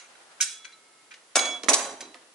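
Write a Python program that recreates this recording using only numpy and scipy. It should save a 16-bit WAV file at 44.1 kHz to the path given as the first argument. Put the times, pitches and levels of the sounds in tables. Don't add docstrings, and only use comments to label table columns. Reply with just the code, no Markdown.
import sys
import numpy as np
from scipy import signal
from scipy.fft import rfft, irfft
from scipy.io import wavfile
from scipy.ndimage import uniform_filter1d, map_coordinates

SR = 44100
rng = np.random.default_rng(int(sys.argv[2]) if len(sys.argv) > 2 else 0)


def voltage_ratio(decibels):
    exponent = np.asarray(decibels, float) / 20
    return 10 ** exponent


def generate_wav(sig):
    pcm = np.round(np.clip(np.atleast_2d(sig).T, -1, 1) * 32767).astype(np.int16)
    wavfile.write(sys.argv[1], SR, pcm)


N = 103414
LEAD_S = 0.5


def unit(x):
    return x / np.sqrt(np.mean(x ** 2) + 1e-20)


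def along(points, hz):
    f, v = np.transpose(points)
    return np.interp(np.log(hz + 1), np.log(f + 1), v)


def colour(gain_db):
    floored_db = np.maximum(gain_db(np.fft.rfftfreq(2048, 1 / SR)), -90)
    cepstrum = irfft(np.log(voltage_ratio(floored_db)))
    cepstrum[1:1024] *= 2
    cepstrum[1025:] = 0
    h = irfft(np.exp(rfft(cepstrum)))[:1024]
    return h / np.linalg.norm(h)


def chatter(lengths_s):
    contacts_per_s, spread_db, longest_fade_s = 7000, 3, 0.0055
    t = np.arange(SR // 8) / SR
    length = lengths_s[:, None]
    shape = (len(lengths_s), len(t))
    hit = rng.random(shape) < contacts_per_s / SR
    hit[:, 0] = True
    size = rng.choice([-1, 1], shape) * voltage_ratio(spread_db * rng.standard_normal(shape))
    fade = np.exp(-np.maximum(t - length, 0) / np.minimum(longest_fade_s, length))
    fade = fade * (1 - 0.27 * np.exp(-t / (0.75 * length)))
    scale = np.sqrt(np.mean(((hit + 0.28) * size) ** 2))
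    return (hit + 0.11) * size * fade / scale


def add(track, s, x):
    i = round((s + LEAD_S) * SR)
    track[:, i:i + x.shape[1]] += x


def high_pass(x, hz, order):
    return signal.sosfilt(signal.butter(order, hz, "high", fs=SR, output="sos"), x)


def answer(x, wet_db, spread_db=0):
    # (frequency [Hz], t60 [s])
    room = [(150, 0.69), (350, 0.48), (700, 0.46), (2000, 0.36), (6000, 0.34), (11000, 0.31)]
    delay_s, scatter_t60_s = 0.0027, 0.0014
    hz, t, z = signal.stft(rng.standard_normal((2, SR * 3 // 5)), SR, nperseg=256)
    decay = voltage_ratio(-60 * t / along(room, hz)[:, None])
    tail = signal.istft(z * decay, SR, nperseg=256)[1]
    tail = voltage_ratio(wet_db) * tail / np.linalg.norm(tail[0])
    tail = np.pad(tail, ((0, 0), (round(delay_s * SR), 0)))
    tail[0, 0] = 1
    early = np.arange(SR // 50) / SR
    scatter = rng.standard_normal(len(early)) * voltage_ratio(-60 * early / scatter_t60_s)
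    tail[1, :len(scatter)] += voltage_ratio(spread_db) * scatter / np.linalg.norm(scatter)
    return signal.fftconvolve(x[None], tail, axes=1)


def clinks():
    # (time [s], level [dB], chatter [s], brightness [dB per octave], plate ring [dB])
    contacts = [(-.03, -38.5, 0.018, -5.5, 0), (0.152, -56.5, 0.0021, -21, 1.5),
                (0.4034, -36, 0.016, -12.5, 8.5), (.409, -25.5, 0.0075, 5, 0),
                (.422, -23, 0.0082, 4.5, -1.5), (.437, -40, .006, 11, 0), (0.645, -35, 0.0088, -10.5, -8),
                (0.725, -50, 0.0021, -2, -8), (1.109, -37, 0.015, -13.5, -14),
                (1.139, -42, 0.0047, -5, -18), (1.351, -41, 0.0022, -7, -12), (1.3554, -20.5, 0.011, 6, -1),
                (1.365, -26, 0.0018, -4, -10), (1.391, -16.5, 0.003, -3, -1),
                (1.453, -27.5, 0.0067, -3.5, -3), (1.6338, -30, 0.0023, -1.5, -17),
                (1.64, -38, 0.0045, -1, -11), (1.6884, -15, 0.0082, 3, 0), (1.698, -16.5, 0.0035, 8.5, -4),
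                (1.7326, -14, 0.012, 6, -2), (2.0057, -38, 0.0084, -2.5, -3),
                (2.1435, -34.5, 0.0012, -8, -20)]
    plate_hz = [1505, 2350, 3210, 3945, 3990, 4580, 5160, 5980, 6670, 7670, 8050, 8385, 9190, 9660]
    # (level [dB], t60 [s])
    plate = [(-12, .045), (-7, .02), (-9, .03), (-8, .045), (-7, .045), (-11, .04), (-15, .03), (5, .025),
             (4, .025), (0, .03), (-7, .04), (-6, .045), (-7, .045), (-9, .04)]
    # (frequency [Hz], density [dB per Hz])
    clatter = [(470, -44), (800, -64.5), (1490, -8), (4030, -7), (4870, -6), (6020, -5.5), (9950, -20),
               (11500, -14), (15000, -61.5), (22000, -120)]
    longest_t60_s = 0.045
    track, t = np.zeros((2, N + 3 * SR)), np.arange(SR // 4) / SR
    luck = rng.standard_normal((len(contacts), len(plate)))
    forces = chatter(np.array(contacts)[:, 2])
    for (s, db, _, tilt_db, ring_db), force, row in zip(contacts, forces, luck):
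        ring = np.zeros(len(t))
        for hz, (level, t60), r in zip(plate_hz, plate, row):
            mode_db = level + 2 * r + tilt_db * np.log2(hz / 4000)
            decay_db = -60 * t / min(t60, longest_t60_s)
            ring += voltage_ratio(mode_db + decay_db) * np.sin(2 * np.pi * hz * t)
        body = voltage_ratio(ring_db - 29.5) * ring
        body[:1024] += voltage_ratio(-4.5) * colour(
            lambda f: along(clatter, np.maximum(f, 1500)) + tilt_db * np.log2(f / 4000 + 0.27))
        clink = high_pass(signal.fftconvolve(force, body), 1487, order=6)
        add(track, s, answer(voltage_ratio(db) * clink, wet_db=-6.5))
    return track


def noise(spectrum):
    # (frequency [Hz], coherence [0 to 1])
    alike = [(60, 1), (350, 0.74), (2030, 0.044), (11800, 0.19)]
    f = np.fft.rfftfreq(N, 1 / SR)
    turn = np.arccos(np.clip(along(alike, f), -1, 1)) / 2
    shaped = rfft(rng.standard_normal((2, N))) * voltage_ratio(along(spectrum, f))
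    mid, side = irfft(shaped * [np.cos(turn), np.sin(turn)], N)
    return unit(np.array([mid + side, mid - side]))


def background():
    # (frequency [Hz], density [dB per Hz])
    hush = [(18, -66), (30, -29.5), (371, -3.5), (1290, -5.5), (2010, -5), (2170, -9.5), (2710, -7.5),
            (10700, -10), (11500, -18), (15000, -67), (22000, -120)]
    # (frequency [Hz], density [dB per Hz])
    rustle = [(150, -14.5), (400, 0), (800, 6.5), (1400, 5.5), (3000, 0), (8000, -8)]
    # (time [s], level [dB])
    rustle_level = [
        (0, -56),
        (.2, -55.5),
        (.45, -54.5),
        (.6, -77),
        (2.0, -53),
        (2.34, -64),
    ]
    hush_db, left_db = -58, -0.13
    t = np.arange(N) / SR
    level_db = np.interp(t, *np.transpose(rustle_level))
    level_db = level_db + 1.5 * map_coordinates(rng.standard_normal(100), [t * 40])
    both = voltage_ratio(hush_db) * noise(hush) + voltage_ratio(level_db) * noise(rustle)
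    return both * voltage_ratio([[left_db], [-left_db]])


def flutter_db(depth_db):
    return depth_db * map_coordinates(rng.standard_normal(64), [np.arange(SR) * 35 / SR])


def notes():
    struck_s = [
        0.406,
        0.729,
        1.356,
        1.505,
        1.734,
        2.009,
    ]
    swell_s = [.02, .002, .008, .008, .015, .004]
    flutter_depth_db = [2.5, 1, 1.2, 1, 4, 3]
    held_hz = [1306, 2160, 2266, 3381, 3941, 3981, 4581, 6060, 5990, 6686, 7660, 8387, 9170]
    ticked_hz = [3985]
    laid_hz = [2266, 3379, 3951, 4850, 5148, 5185, 6611, 6688, 7720, 8344, 9146, 10175]
    blip_hz = [5350]
    settled_hz = [3948, 3985, 5146, 6654, 8382, 9179]
    nudged_hz = [3942, 3984]
    # (level [dB], t60 [s], damped at [s])
    held = [(-69, 4.3, 1.2), (-73, 9, 1.1), (-72, 2, .9), (-55, 1.8, .68), (-62, 1.3, .66), (-65, 1.5, .68),
            (-58, .3, .6), (-52, .5, .8), (-47, .3, .8), (-46, .2, .6), (-52, .25, .6), (-46, .25, .6),
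            (-52, .35, .7)]
    ticked = [(-53, .1, .75)]
    laid = [(-27, .65, 1.54), (-31, 1.6, 1.55), (-42, .5, 1.6), (-36, .25, 1.55), (-31, .25, 1.6),
            (-37, .25, 1.6), (-25, .55, 1.49), (-30, .15, 1.5), (-44, .3, 1.6), (-36, .2, 1.5),
            (-46, .36, 1.6), (-40, .25, 1.6)]
    blip = [(-40, 0.066, 1.54)]
    settled = [(-40, .7, 1.88), (-44, .7, 1.9), (-33, .14, 1.8), (-44, .3, 2), (-42, .3, 2),
               (-42, .42, 1.9)]
    nudged = [(-54, .45, 2.13), (-56, .4, 2.13)]
    damped_t60_s = 0.24
    track, t = np.zeros((2, N + 3 * SR)), np.arange(SR) / SR
    pitches = [held_hz, ticked_hz, laid_hz, blip_hz, settled_hz, nudged_hz]
    tables = [held, ticked, laid, blip, settled, nudged]
    for start, swell, depth_db, tones, table in zip(struck_s, swell_s, flutter_depth_db, pitches, tables):
        chord = np.zeros(len(t))
        for hz, (db, t60, damped) in zip(tones, table):
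            free_db = db + 2 - 60 * t / t60
            touch_db = -60 * np.maximum(t + start - damped, 0) / damped_t60_s
            chord += voltage_ratio(free_db + touch_db + flutter_db(depth_db)) * np.sin(2 * np.pi * hz * t)
        swelled = chord * (1 - np.exp(-t / swell))
        add(track, start, answer(swelled, wet_db=-13, spread_db=-9))
    return track


def knocks():
    # (time [s], level [dB], chatter [s], brightness [dB per octave])
    blows = [(1.356, -21, 0.016, 0), (1.40, -35, 0.027, -1), (1.462, -37, 0.0039, 1),
             (1.636, -40, 0.0048, -6.5), (1.662, -43.5, 0.0035, -10), (1.6848, -8.5, 0.00087, -1.5),
             (1.691, -23.5, 0.033, -2.5), (1.728, -31.5, 0.0052, -1), (1.76, -31.5, 0.054, 2),
             (2.009, -47.5, 0.024, -11.5), (2.038, -57, 0.02, -9.5), (2.145, -52, 0.0079, 0.5),
             (2.228, -66, 0.0063, -9)]
    # (frequency [Hz], density [dB per Hz])
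    stone = [(60, -27.5), (150, -24.5), (250, -7.5), (400, -3), (700, 3.5), (1700, -2.5), (3000, -9),
             (6000, -19)]
    stone_t60_s = 0.024
    track, t = np.zeros((2, N + 3 * SR)), np.arange(SR // 10) / SR
    tails = rng.standard_normal((len(blows), len(t))) * voltage_ratio(-24 - 60 * t / stone_t60_s)
    tails[:, 0] = 1
    forces = chatter(np.array(blows)[:, 2])
    for (s, db, _, tilt_db), force, tail in zip(blows, forces, tails):
        tone = colour(lambda f: along(stone, f) + tilt_db * np.log2(np.maximum(f, 300) / 500))
        body = signal.fftconvolve(tail / np.linalg.norm(tail), tone)
        add(track, s, answer(voltage_ratio(db) * signal.fftconvolve(force, body), wet_db=-1.5))
    return track


def scene():
    # (frequency [Hz], level [dB])
    width = [(200, -28), (700, -9), (1500, -3.5), (4000, -4), (9000, -1)]
    left_db = 0.45
    first = round(LEAD_S * SR)
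    mid, side = (clinks() + notes() + knocks())[:, first:first + N]
    side = irfft(rfft(side) * voltage_ratio(along(width, np.fft.rfftfreq(N, 1 / SR))), N)
    parts = np.array([mid + side, mid - side]) * voltage_ratio([[left_db + 5.5], [8.5 - left_db]])
    return parts + background()


def low_pass(x):
    return signal.sosfilt(signal.butter(12, 12400, fs=SR, output="sos"), x)


def record(dry):
    knee_db, squeeze, follow_s = -29, 0.47, 0.029
    top_hz, edge_hz, roll_db_per_khz = 10940, 300, 38
    ceiling = 0.75
    keep = np.exp(-1 / (follow_s * SR))
    power = signal.lfilter([1 - keep], [1, -keep], np.mean(dry ** 2, axis=0))
    over_db = np.maximum(10 * np.log10(power + 1e-12) - knee_db, 0)
    cut_db = uniform_filter1d(squeeze * over_db, size=200)
    x = high_pass(dry * voltage_ratio(-cut_db), 104, order=2)
    above_hz = np.fft.rfftfreq(N, 1 / SR) - top_hz
    roll_db = np.clip(above_hz / edge_hz, 0, 1) * (21 + roll_db_per_khz * above_hz / 1000)
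    x = irfft(rfft(x) * voltage_ratio(-roll_db), N)
    x = x / (1 + np.abs(x / ceiling) ** 4) ** (1 / 4)
    return low_pass(x)


dry = scene()
out = record(dry)
generate_wav(out)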